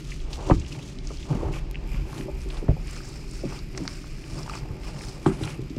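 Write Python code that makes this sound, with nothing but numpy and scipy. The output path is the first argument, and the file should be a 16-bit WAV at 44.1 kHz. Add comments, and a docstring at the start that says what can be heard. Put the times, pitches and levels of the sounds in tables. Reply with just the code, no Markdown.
"""Kneading meat in a steel bowl

A gloved hand kneads wet minced meat close by. Each squeeze tears sticky films that crackle, and air
pockets pop. The lump is slapped down and the glove slithers on the steel. The loaded bowl rubs and
bumps dully on the counter, over a low handling rumble and the steady noise of a small kitchen."""
import sys
import numpy as np
from scipy import signal
from scipy.fft import rfft, irfft
from scipy.io import wavfile
from scipy.ndimage import map_coordinates

SR = 44100
rng = np.random.default_rng(int(sys.argv[2]) if len(sys.argv) > 2 else 0)


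def inscribe(sig):
    """Save sig as 16-bit PCM at rate SR to the path in sys.argv[1].

    A 1-D sig is mono; a 2-D sig holds one channel per row.
    Samples are clipped to [-1, 1] before scaling.
    """
    pcm = np.round(np.clip(np.atleast_2d(sig).T, -1, 1) * 32767)
    wavfile.write(sys.argv[1], SR, pcm.astype(np.int16))


N = 255206
TIME = np.arange(N) / SR
HZ = np.maximum(np.arange(N // 2 + 1) * SR / N, 1)

# Tone curves, saying how strong each pitch is next to the others: pitch_hz, level_db
KITCHEN_TONE = [(18, -29), (30, -27), (55, 9.5), (92, -39), (150, -25), (222, -1.5), (374, -11.5),
                (511, -18), (1000, -30.5), (2370, -22), (3590, -30), (4300, -27.5), (5000, -25.5),
                (5800, -31.5), (8690, -40), (15000, -79)]
RUMBLE_TONE = [(10, -56), (22, 7), (33, 8.5), (50, 5.5), (75, -5), (110, -26), (220, -69), (500, -65)]
MEAT_CRACKLE_TONE = [(1800, -4), (2800, 8.5), (3600, 5), (4700, 6.5), (6000, 7.5), (7200, 5.5), (9000, -3),
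                     (12000, -23)]
WALL_CRACKLE_TONE = [(1800, -9), (2700, -40), (3400, -11.5), (4300, -2.5), (5200, 3), (6200, -6.5),
                     (7200, -7), (8700, -8), (12000, -32)]  # against the bare bowl wall
MEAT_SPRAY_TONE = [(6000, 2.5), (8500, -3), (9500, 4), (11000, 0), (12600, 0), (14000, -16), (16000, -28)]  # spray is the finest, highest crackle
WALL_SPRAY_TONE = [(6000, 5.5), (8500, 1.5), (9500, 5.5), (11000, -4.5), (12600, -13), (14000, -16),
                   (16000, -28)]
SQUELCH_TONE = [(600, -34), (1200, 2), (1700, -4.5), (2300, 2.5), (2750, 1.5), (3300, -5.5), (5000, -32.5)]
RUB_TONE = [(200, -16), (450, 6.5), (600, 4.5), (780, 4.5), (960, 3), (1170, 0.5), (1280, -3), (1430, -7.5),
            (2500, -20), (7000, -61)]
GROAN_TONE = [(60, 1), (150, 3.5), (230, -3.5), (400, -9.5), (520, -13.5), (1200, -31.5)]
SLITHER_TONE = [(1500, -13), (2400, 17), (3500, -19), (5000, 6.5), (6200, -6), (7200, 2), (9500, -8.5),
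                (12300, -1), (14000, -25), (16000, -29)]

# How loud the rumble and the sliding glove are over time: time_s, level_db
RUMBLE_LEVELS = [(0, -40.5), (.2, -29.5), (.45, -32), (.75, -47), (.9, -43.5), (1.05, -34.5), (1.45, -31),
                 (1.75, -33), (1.96, -29.5), (2.12, -37), (2.6, -31), (3.1, -37), (4.65, -37.5),
                 (5.1, -40.5), (5.78, -39)]
SLITHER_LEVELS = [(1.76, -88), (1.84, -64), (1.9, -51.5), (2.1, -58), (2.2, -54), (2.33, -57), (2.58, -63),
                  (2.66, -59.5)]
# The notes of the bowl, damped by the meat: pitch_hz, width_hz, level_db
BOWL_NOTES = [(127.5, 13.2, -1.5), (147.2, 18.7, 3.5), (188.9, 9.3, 0.5), (301, 48, 0.5), (336, 71, -4),
              (378.3, 9.7, 3.5), (467, 11, -9.5), (585, 45, -2), (790, 110, -9.5), (853, 30, -5),
              (1163, 33, -11)]
# The notes of the hollow between glove and bowl wall: pitch_hz, width_hz, level_db
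HOLLOW_NOTES = [(2570, 110, -13), (5200, 490, -1), (6900, 410, -11)]

# The hand squeezes the meat: tightest_s, closing_s, opening_s, crackle_db, spray_db, squelch_db
SQUEEZES = [(.02, 0.039, 0.041, -56.5, -61, -60), (.11, 0.044, 0.0588, -48.5, -62, -56),
            (.23, 0.036, 0.0421, -58, -85, -78), (0.334, 0.0201, 0.0324, -46, -57.5, -75),
            (.48, 0.0628, 0.12, -47.5, -68, -58), (.72, 0.0378, 0.0313, -50, -62, -57),
            (.87, 0.0874, 0.055, -50.5, -64, -62), (1.15, 0.0804, 0.1187, -50, -69, -79),
            (1.351, 0.06, 0.13, -56.5, -64.5, -54.5), (1.54, 0.015, 0.043, -52, -57, -46),
            (1.95, 0.056, 0.06, -60.5, -79, -50.5), (2.18, 0.0617, 0.0488, -58, -53.5, -54.5),
            (2.42, 0.025, 0.035, -65, -55.5, -64), (2.56, 0.0474, 0.044, -59, -57, -51),
            (2.958, 0.09, 0.049, -52, -64, -50.5), (3.12, 0.1346, 0.0884, -50.5, -72, -60),
            (3.351, 0.067, 0.071, -49, -73, -62), (3.532, 0.067, 0.0545, -48.5, -78, -49),
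            (3.928, 0.12, 0.1027, -49.5, -64, -53), (4.14, 0.1085, 0.153, -60, -78, -63),
            (4.39, 0.1444, 0.0413, -51.5, -57.5, -54.5), (4.558, 0.0816, 0.042, -49.5, -68, -49.5),
            (4.874, 0.043, 0.073, -51, -64, -50.5), (5.049, 0.0755, 0.095, -49, -58.5, -56.5),
            (5.29, 0.0445, 0.099, -71, -50.5, -52.5), (5.437, 0.0222, 0.014, -60, -45, -47.5),
            (5.5, 0.04, 0.036, -59, -49, -46), (5.77, 0.054, 0.068, -73, -81, -61)]
# Air pockets, glove snaps, and one very short, dry click at 1.712 s:
# start_s, peak_db, pitch_hz, width_octaves, fade_s
POPS_AND_SNAPS = [(0.118, -31, 2230, 0.41, 0.0033), (0.202, -38, 3230, 0.57, .003),
                  (0.33, -28.5, 3670, 1.3, 0.0083), (0.504, -29.5, 2270, 0.72, 0.017),
                  (0.598, -31, 5960, 0.68, 0.0018), (0.615, -40, 2870, 0.7, 0.0061),
                  (0.648, -38, 2700, 0.45, .0015), (.6635, -35, 3350, 1.1, .004),
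                  (0.72, -35, 2730, 0.38, 0.0064), (0.726, -33, 4500, 0.45, 0.0019),
                  (0.791, -40, 2650, 0.16, 0.0037), (0.822, -43, 3450, .25, .004),
                  (.987, -31, 3600, 1.5, 0.0014), (1.072, -28, 5530, 0.63, 0.002),
                  (1.102, -38.5, 1150, 0.22, 0.0062), (1.171, -35.5, 4730, 0.32, 0.0022),
                  (1.228, -34, 3100, .8, 0.0044), (1.537, -30, 2370, .35, 0.0018),
                  (1.712, -28, 6000, 1.8, 0.00016), (1.744, -33, 2280, 0.45, 0.0036),
                  (1.756, -23.5, 2400, 0.46, 0.00079), (2.129, -31.5, 930, 0.93, 0.0033),
                  (2.179, -29.5, 1750, 2.4, 0.0029), (2.209, -30, 2230, 0.81, 0.0022),
                  (2.502, -31.5, 3100, 1.2, 0.0061), (2.57, -34.5, 3200, 1.1, 0.0052),
                  (2.683, -36, 1550, 1.45, 0.022), (2.872, -33, 8000, 0.57, .0006),
                  (2.88, -30, 2760, 1.34, 0.0018), (2.967, -40, 1300, 0.5, 0.0033),
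                  (3.003, -36, 1440, .36, 0.0031), (3.311, -36.5, 8000, .5, .002),
                  (3.522, -32, 940, 0.84, 0.008), (3.589, -34.5, 4560, 0.58, 0.005),
                  (3.749, -32, 1470, 2, 0.0016), (3.7755, -23, 5400, 0.76, 0.0038),
                  (3.777, -27, 775, 3.4, 0.0043), (3.852, -29, 764, 2.1, 0.004),
                  (3.8778, -15, 4920, 0.54, 0.00064), (3.878, -22.5, 1650, 1.05, 0.0023),
                  (4.041, -37, 930, 1.1, 0.0029), (4.24, -33.5, 2420, 0.71, 0.0018),
                  (4.378, -39, 900, 1.3, 0.002), (4.379, -33.5, 5000, 0.21, 0.0049),
                  (4.43, -31, 5130, 0.59, 0.0019), (4.464, -37, 5000, 1, 0.0012),
                  (4.46, -36, 795, 0.65, 0.0026), (4.478, -27, 950, 1.1, .002),
                  (4.4951, -27, 1280, 0.31, 0.0011), (4.496, -29, 3730, 1.9, 0.0016),
                  (4.506, -36, 4660, 0.18, 0.0029), (4.514, -32.5, 875, 0.29, 0.0018),
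                  (4.5341, -38, 2530, 0.15, 0.0021), (4.535, -33, 970, 1.1, 0.0038),
                  (4.553, -31, 4900, 1.4, .003), (4.558, -41, 1270, 0.39, 0.0035),
                  (4.5706, -38, 4650, 0.11, 0.0078), (4.571, -37.5, 870, 0.45, 0.0027),
                  (4.833, -36, 2240, 2, .004), (5.01, -31.5, 2060, 0.53, 0.0011),
                  (5.037, -33, 2200, 1.2, 0.001), (5.262, -26.5, 2600, 1.1, 0.0064),
                  (5.263, -36.5, 7850, 0.32, 0.029), (5.27, -27, 900, 1.5, 0.039),
                  (5.436, -25.5, 3620, 0.37, 0.0027), (5.476, -25, 1470, 2.2, 0.0018),
                  (5.617, -42, 3800, 2.3, 0.0033), (5.698, -38.5, 3700, 1.6, 0.0061),
                  (5.764, -36.5, 3270, 2, 0.0058)]
# The bowl is pushed along the counter: hardest_s, build_s, ease_s, rub_db, groan_db
PUSHES = [(.29, 0.027, 0.024, -46.5, -55), (.41, 0.077, 0.091, -41.5, -41.5), (.49, 0.033, 0.01, -34, -31),
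          (.78, 0.09, 0.095, -49.5, -39), (1.12, 0.094, 0.027, -53.5, -40),
          (1.31, 0.021, 0.078, -35.5, -26), (1.47, 0.096, 0.081, -37.5, -31.5),
          (1.96, 0.36, 0.24, -49.5, -43.5), (2.19, 0.13, 0.15, -46, -36.5), (2.57, 0.078, 0.11, -46.5, -53),
          (3.0, 0.22, 0.27, -53.5, -61), (3.53, 0.066, 0.047, -45, -38), (3.78, 0.024, 0.091, -44.5, -36),
          (4.38, 0.078, 0.045, -42.5, -33), (4.5, 0.088, 0.64, -48, -41), (4.88, 0.024, 0.38, -47, -43),
          (5.45, 0.13, 0.098, -42.5, -35.5)]
# The lump is flung down: start_s, smack_db, smack_hz, body_db, body_hz, weight_db, weight_hz, ring_db
MEAT_SLAPS = [(0.498, -8.5, 820, -5, 374, -20, 70, -12), (0.5101, -6, 910, -3.5, 211, 0.5, 69, -16),
              (2.682, -25, 860, -13.5, 160, -3, 45.4, -11), (5.2611, -8.5, 995, -10.5, 232, -19, 100, 2)]
# The bowl rocks and knocks on the counter: start_s, level_db, pitch_hz, ring_db
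BOWL_BUMPS = [(.526, -13.5, 99, -22), (0.553, -16.5, 56.6, -18), (.967, -36, 180, 4.5),
              (1.106, -29, 413, -9), (1.175, -23, 37.6, -20), (1.307, -29.5, 170, 10),
              (1.347, -19.5, 143, -6), (1.36, -17, 59, -23), (1.43, -18, 370, -9.5),
              (1.442, -17, 61.6, -22), (1.505, -32, 260, 5), (1.616, -20, 41.2, -22),
              (1.9, -16.5, 43.4, -20), (1.937, -24.5, 138, -5), (1.964, -19, 51.6, -15),
              (2.198, -30, 209, 3), (2.257, -24.5, 268, -21), (2.282, -31, 550, 4), (2.292, -31, 477, 0),
              (2.321, -18.5, 41.5, -24), (2.459, -35.5, 290, 6.5), (2.625, -27, 337, -2.5),
              (2.639, -27.5, 200, 1), (2.688, -12, 440, -22), (2.694, -14, 105, -17), (2.704, -22, 476, -9),
              (2.767, -27, 483, -17), (3.435, -23, 380, -1), (3.45, -24.5, 191, 4), (3.611, -24, 50, -20),
              (3.803, -23.5, 300, -10), (3.814, -28, 171, 3.5), (4.361, -40, 190, -2), (4.62, -31, 150, -1),
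              (4.701, -18, 96.5, -42), (5.271, -13, 199, -18), (5.292, -12.5, 205, -16),
              (5.411, -26, 342, 2), (5.422, -20, 104, -11), (5.591, -28, 272, 3.5),
              (5.596, -26.5, 127, -0.5), (5.702, -34, 202, 6), (5.766, -23.5, 294, -0.5),
              (5.77, -25, 129, 2)]
# A film of meat peels off the glove: peak_s, snaps_db, squish_db, fade_s
FILM_PEELS = [(2.143, -60, -52, 0.0084), (2.18, -46, -49, .008), (2.418, -44, -58, 0.0031),
              (2.488, -46, -58, .003), (2.533, -59, -50.5, 0.028), (2.91, -46, -54, .006),
              (2.929, -45, -51, .014), (2.962, -43.5, -45, 0.0072), (3.047, -45, -59, 0.025),
              (3.085, -49, -53, .012), (3.157, -57, -53, 0.018), (3.335, -52, -60, 0.0053),
              (3.366, -48, -57, .012), (3.393, -46, -62, .008), (3.498, -50, -43, 0.009),
              (3.92, -55, -51, .025), (4.334, -52, -54, .006), (4.387, -46, -59, 0.014),
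              (4.464, -48, -53, .008), (4.488, -52, -48, 0.02), (4.531, -56, -44, 0.014),
              (4.552, -49, -44, 0.023), (4.963, -60, -46.5, 0.013), (5.02, -47, -53, 0.01),
              (5.048, -44, -58, 0.0074), (5.085, -43, -56, 0.0096), (5.105, -58, -63, .008),
              (5.257, -56, -38, 0.031), (5.433, -39, -38, 0.0054)]

KNOCK_DB, RING_DB = -4.5, 1.5  # added to every slap and bump: the hit itself, the bowl's ring


def undb(db):
    """Turn decibels into a number to multiply a sound by."""
    return 10 ** (np.asarray(db) / 20)


def unit(x):
    """Scale x to an average strength (rms) of 1."""
    return x / np.sqrt(np.mean(x ** 2))


def add(out, start_s, x):
    """Mix x into out, beginning at start_s."""
    i = max(int(start_s * SR), 0)
    out[i:i + len(x)] += x[:max(N - i, 0)]


def colour(x, tone):
    """Shape x with a tone curve, then scale it to strength 1."""
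    hz, db = np.transpose(tone)
    curve_db = np.interp(np.log(HZ), np.log(hz), db)
    return unit(irfft(rfft(x) * undb(curve_db), N))


def clicks(per_s, spread_db):
    """Random clicks: many small, a few large."""
    chance, size = rng.random(N), rng.standard_normal(N)
    return (chance < per_s / SR) * rng.choice([-1, 1], N) * undb(spread_db * np.minimum(size, 2))


def flutter(per_s, depth_db):
    """A loudness that wanders at random, per_s times a second."""
    points = rng.standard_normal(4096)
    return unit(undb(depth_db * np.interp(TIME * per_s, np.arange(len(points)), points)))


def bubbles(low_hz, high_hz, cycles, spread_db, glide, count):
    """Tiny air holes open: each rings for a few cycles and rises in pitch."""
    out, t = np.zeros(N), TIME[:600]
    for (when, pitch), size in zip(rng.random((count, 2)), rng.standard_normal(count)):
        hz = low_hz * (high_hz / low_hz) ** pitch
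        age = hz * t / cycles
        ring = np.sin(2 * np.pi * hz * t * (1 + glide * np.minimum(age, 2))) * np.exp(-age)
        add(out, when * N / SR, undb(spread_db * min(size, 2)) * ring)
    return unit(out)


def resonate(x, notes, tuning=1):
    """Let x ring an object that has these notes."""
    return sum(undb(db) * signal.lfilter(*signal.iirpeak(hz * tuning, hz / width_hz, fs=SR), x)
               for hz, width_hz, db in notes)


def strike(noise, hz, octaves, fade_s, sputter=1, order=3):
    """A sharp hit and a short sputter, kept to one range of pitches, with a peak of 1."""
    force = sputter * noise * np.exp(-TIME[:len(noise)] / fade_s) / np.sqrt(fade_s * SR / 2)
    force[0] += 1
    top_hz = min(hz * 2 ** (octaves / 2), SR / 2.5)
    band = signal.butter(2, [top_hz / 2 ** octaves, top_hz], "band", fs=SR, output="sos")
    soften = signal.butter(order, top_hz * 1.19, fs=SR, output="sos")
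    hit = signal.sosfilt(soften, signal.sosfilt(band, force))
    return hit / np.abs(hit).max()


def thud(noise, hz, octaves, cycles):
    """A soft hit: the lower it is, the longer it takes to settle."""
    top_hz = hz * 2 ** (octaves / 2)
    return strike(noise, hz, octaves, fade_s=cycles / top_hz, order=5)


def swell(peak_s, rise_s, fall_s):
    """A loudness that rises to a rounded top and fades."""
    return np.exp(-.5 * ((TIME - peak_s) / np.where(TIME < peak_s, rise_s, fall_s)) ** 2)


def surge(peak_s, rise_s, fall_s):
    """A loudness that builds to a sharp peak and eases off."""
    return np.exp(-np.maximum((peak_s - TIME) / rise_s, (TIME - peak_s) / fall_s))


def blend(shapes, levels_db, rest_db=-100):
    """Join overlapping swells or surges into one loudness, over a resting level."""
    return np.sqrt(undb(levels_db) ** 2 @ np.square(shapes) + undb(rest_db) ** 2)


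def kitchen(level_db=-47):
    """The steady background noise of the room."""
    return undb(level_db) * colour(rng.standard_normal(N), KITCHEN_TONE)


def handling_rumble():
    """Handling the bowl makes a low, uneven rumble."""
    loudness = undb(np.interp(TIME, *np.transpose(RUMBLE_LEVELS))) * flutter(19, 0.68)
    return loudness * colour(rng.standard_normal(N), RUMBLE_TONE)


def kneading(wall_s=2.3, hollow_glide=0.056):
    """Sticky films tear in little runs; from about wall_s they sound thin and hollow on the bare bowl."""
    *_, crackle_db, spray_db, squelch_db = np.transpose(SQUEEZES)
    squeezes = [swell(s, closing_s, opening_s) for s, closing_s, opening_s, *_ in SQUEEZES]
    on_wall = np.clip((TIME - wall_s) / .5 + .5, 0, 1)  # goes from 0 to 1 in half a second
    runs = flutter(110, 2.3)
    tears = unit(clicks(5000, 6.1)) * runs
    films = tears + undb(-11) * bubbles(2600, 9800, cycles=9, spread_db=2.4, glide=.012, count=3000)
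    smacks = undb(-11) * bubbles(2200, 5200, cycles=4, spread_db=3, glide=.03, count=150)
    snaps = undb(-9) * bubbles(4300, 8500, cycles=4, spread_db=3.5, glide=.01, count=300)

    # The hollow under the glove rises in pitch as the hand closes.
    grip = np.max(squeezes, axis=0)
    speed = 1 + hollow_glide * (grip - grip.mean())
    hollow = resonate(clicks(3300, 3.2) * runs, HOLLOW_NOTES)
    hollow = undb(-4) * unit(map_coordinates(hollow, [np.cumsum(speed)], mode="mirror"))
    meat_crackle = unit(colour(films, MEAT_CRACKLE_TONE) + smacks)
    wall_crackle = unit(colour(films, WALL_CRACKLE_TONE) + hollow + snaps)
    crackle = (1 - on_wall) * meat_crackle + on_wall * wall_crackle

    pockets = unit(clicks(5000, 2.4))
    pockets += undb(-16) * bubbles(790, 3310, cycles=7.9, spread_db=.91, glide=.023, count=800)
    small_pops = undb(-10) * bubbles(900, 3200, cycles=3.5, spread_db=3.5, glide=.03, count=120)
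    squelch = colour(pockets * runs, SQUELCH_TONE) + small_pops

    glove_ticks = undb(-14) * unit(clicks(34, 9.5))
    spray = (1 - on_wall) * colour(tears + glove_ticks, MEAT_SPRAY_TONE)
    spray += on_wall * colour(tears + glove_ticks, WALL_SPRAY_TONE)

    # Meat clings to the glove, so it never goes quite silent between squeezes.
    return (blend(squeezes, crackle_db, rest_db=-70) * crackle
            + blend(squeezes, spray_db) * spray
            + blend(squeezes, squelch_db, rest_db=-60) * squelch)


def pops_and_snaps():
    """Bursting air pockets, glove snaps and one dry click: each starts sharply and sputters briefly."""
    out = np.zeros(N)
    for start_s, peak_db, hz, octaves, fade_s in POPS_AND_SNAPS:
        pop = strike(rng.standard_normal(4096), hz, octaves, fade_s, sputter=7)
        add(out, start_s, undb(peak_db) * pop)
    return out


def bowl_rubbing(resting_arm_db=-41.5):
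    """The bowl sticks and slips on the counter, and the weight of the arm makes it groan."""
    *_, rub_db, groan_db = np.transpose(PUSHES)
    pushes = [surge(s, build_s, ease_s) for s, build_s, ease_s, *_ in PUSHES]
    slips = clicks(3000, 2.2) * flutter(70, 2.2)
    rub = colour(slips + resonate(slips, BOWL_NOTES), RUB_TONE)
    groan = colour(resonate(clicks(1200, 3.24), BOWL_NOTES), GROAN_TONE)
    return blend(pushes, rub_db) * rub + blend(pushes, groan_db, resting_arm_db) * groan


def meat_slaps(body_lag_s=0.00198, weight_lag_s=0.00613):
    """First a wet smack, then the lump's body lands and rings the bowl, then it shakes the counter."""
    knocks, on_steel = np.zeros((2, N))
    for start_s, smack_db, smack_hz, body_db, body_hz, weight_db, weight_hz, ring_db in MEAT_SLAPS:
        noise = rng.standard_normal((3, 8192))
        smack = undb(smack_db) * thud(noise[0], smack_hz, octaves=0.84, cycles=4.5)
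        body = undb(body_db) * thud(noise[1], body_hz, octaves=1.55, cycles=4.5)
        weight = undb(weight_db) * strike(noise[2], weight_hz, octaves=2.08, fade_s=0.014)
        add(knocks, start_s, smack)
        add(knocks, start_s + body_lag_s, body)
        add(knocks, start_s + weight_lag_s, weight)
        add(on_steel, start_s, undb(ring_db - 5) * smack)
        add(on_steel, start_s + body_lag_s, undb(ring_db) * body)
    return undb(KNOCK_DB) * knocks + undb(RING_DB) * resonate(on_steel, BOWL_NOTES)


def bowl_bumps():
    """The bowl knocks dully on the counter and the steel rings briefly."""
    out = np.zeros(N)
    noises = rng.standard_normal((len(BOWL_BUMPS), 8192))
    for (start_s, level_db, hz, ring_db), noise in zip(BOWL_BUMPS, noises):
        knock = undb(level_db) * thud(noise, hz, octaves=1.176, cycles=5.6)
        tuning = 1 + 0.036 * rng.uniform(-1.8, 1)  # the shifting meat retunes the bowl a little
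        ring = resonate(knock, BOWL_NOTES, tuning)
        add(out, start_s, undb(KNOCK_DB) * knock + undb(RING_DB + ring_db) * ring)
    return out


def glove_slither():
    """The wet glove slides over steel in many tiny slips, catching now and then."""
    slips = unit(clicks(5400, 4.3) * flutter(60, 3.5))
    catches = undb(-2) * unit(clicks(200, 4.5))
    loudness = undb(np.interp(TIME, *np.transpose(SLITHER_LEVELS)))
    return loudness * colour(slips + catches, SLITHER_TONE)


def film_peels(rise_s=0.0013):
    """A sticky film lets go all at once: tiny wet snaps, and a squish as larger holes open."""
    _, snaps_db, squish_db, _ = np.transpose(FILM_PEELS)
    bursts = [surge(peak_s, rise_s, fade_s) for peak_s, *_, fade_s in FILM_PEELS]
    snaps = bubbles(4200, 9500, cycles=3.5, spread_db=3, glide=.02, count=5000)
    squish = bubbles(1000, 3000, cycles=2.5, spread_db=2, glide=.03, count=4500)
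    return blend(bursts, snaps_db) * snaps + blend(bursts, squish_db) * squish


def room(x, low_fade_s=0.33, high_fade_s=0.12):
    """Add echoes from the walls: low sounds linger, high ones die quickly."""
    t = TIME[:16384]
    low, high = rng.standard_normal((2, len(t))) * (t > .005)  # echoes begin after 5 ms
    low_band = signal.butter(4, [130, 430], "band", fs=SR, output="sos")
    high_band = signal.butter(1, [500, 7000], "band", fs=SR, output="sos")
    low = signal.sosfilt(low_band, low * undb(-60 * t / low_fade_s))
    high = signal.sosfilt(high_band, high * undb(-60 * t / high_fade_s))
    echoes = (undb(-9.5) * low + undb(-8.5) * high) / np.sqrt(SR * low_fade_s / np.log(10 ** 6))
    return x + signal.fftconvolve(x, echoes)[:N]


def scene():
    """Hand, meat and bowl in the kitchen, as one channel."""
    hits = meat_slaps() + bowl_bumps() + pops_and_snaps()
    wet_sounds = kneading() + film_peels() + glove_slither()
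    movement = bowl_rubbing() + handling_rumble()
    return (room(hits + wet_sounds + movement) + kitchen())[None]


def record(dry, top_hz=15800):
    """Cut away the very highest treble."""
    return signal.sosfilt(signal.ellip(10, .2, 80, top_hz, fs=SR, output="sos"), dry)


dry = scene()
out = record(dry)
inscribe(out)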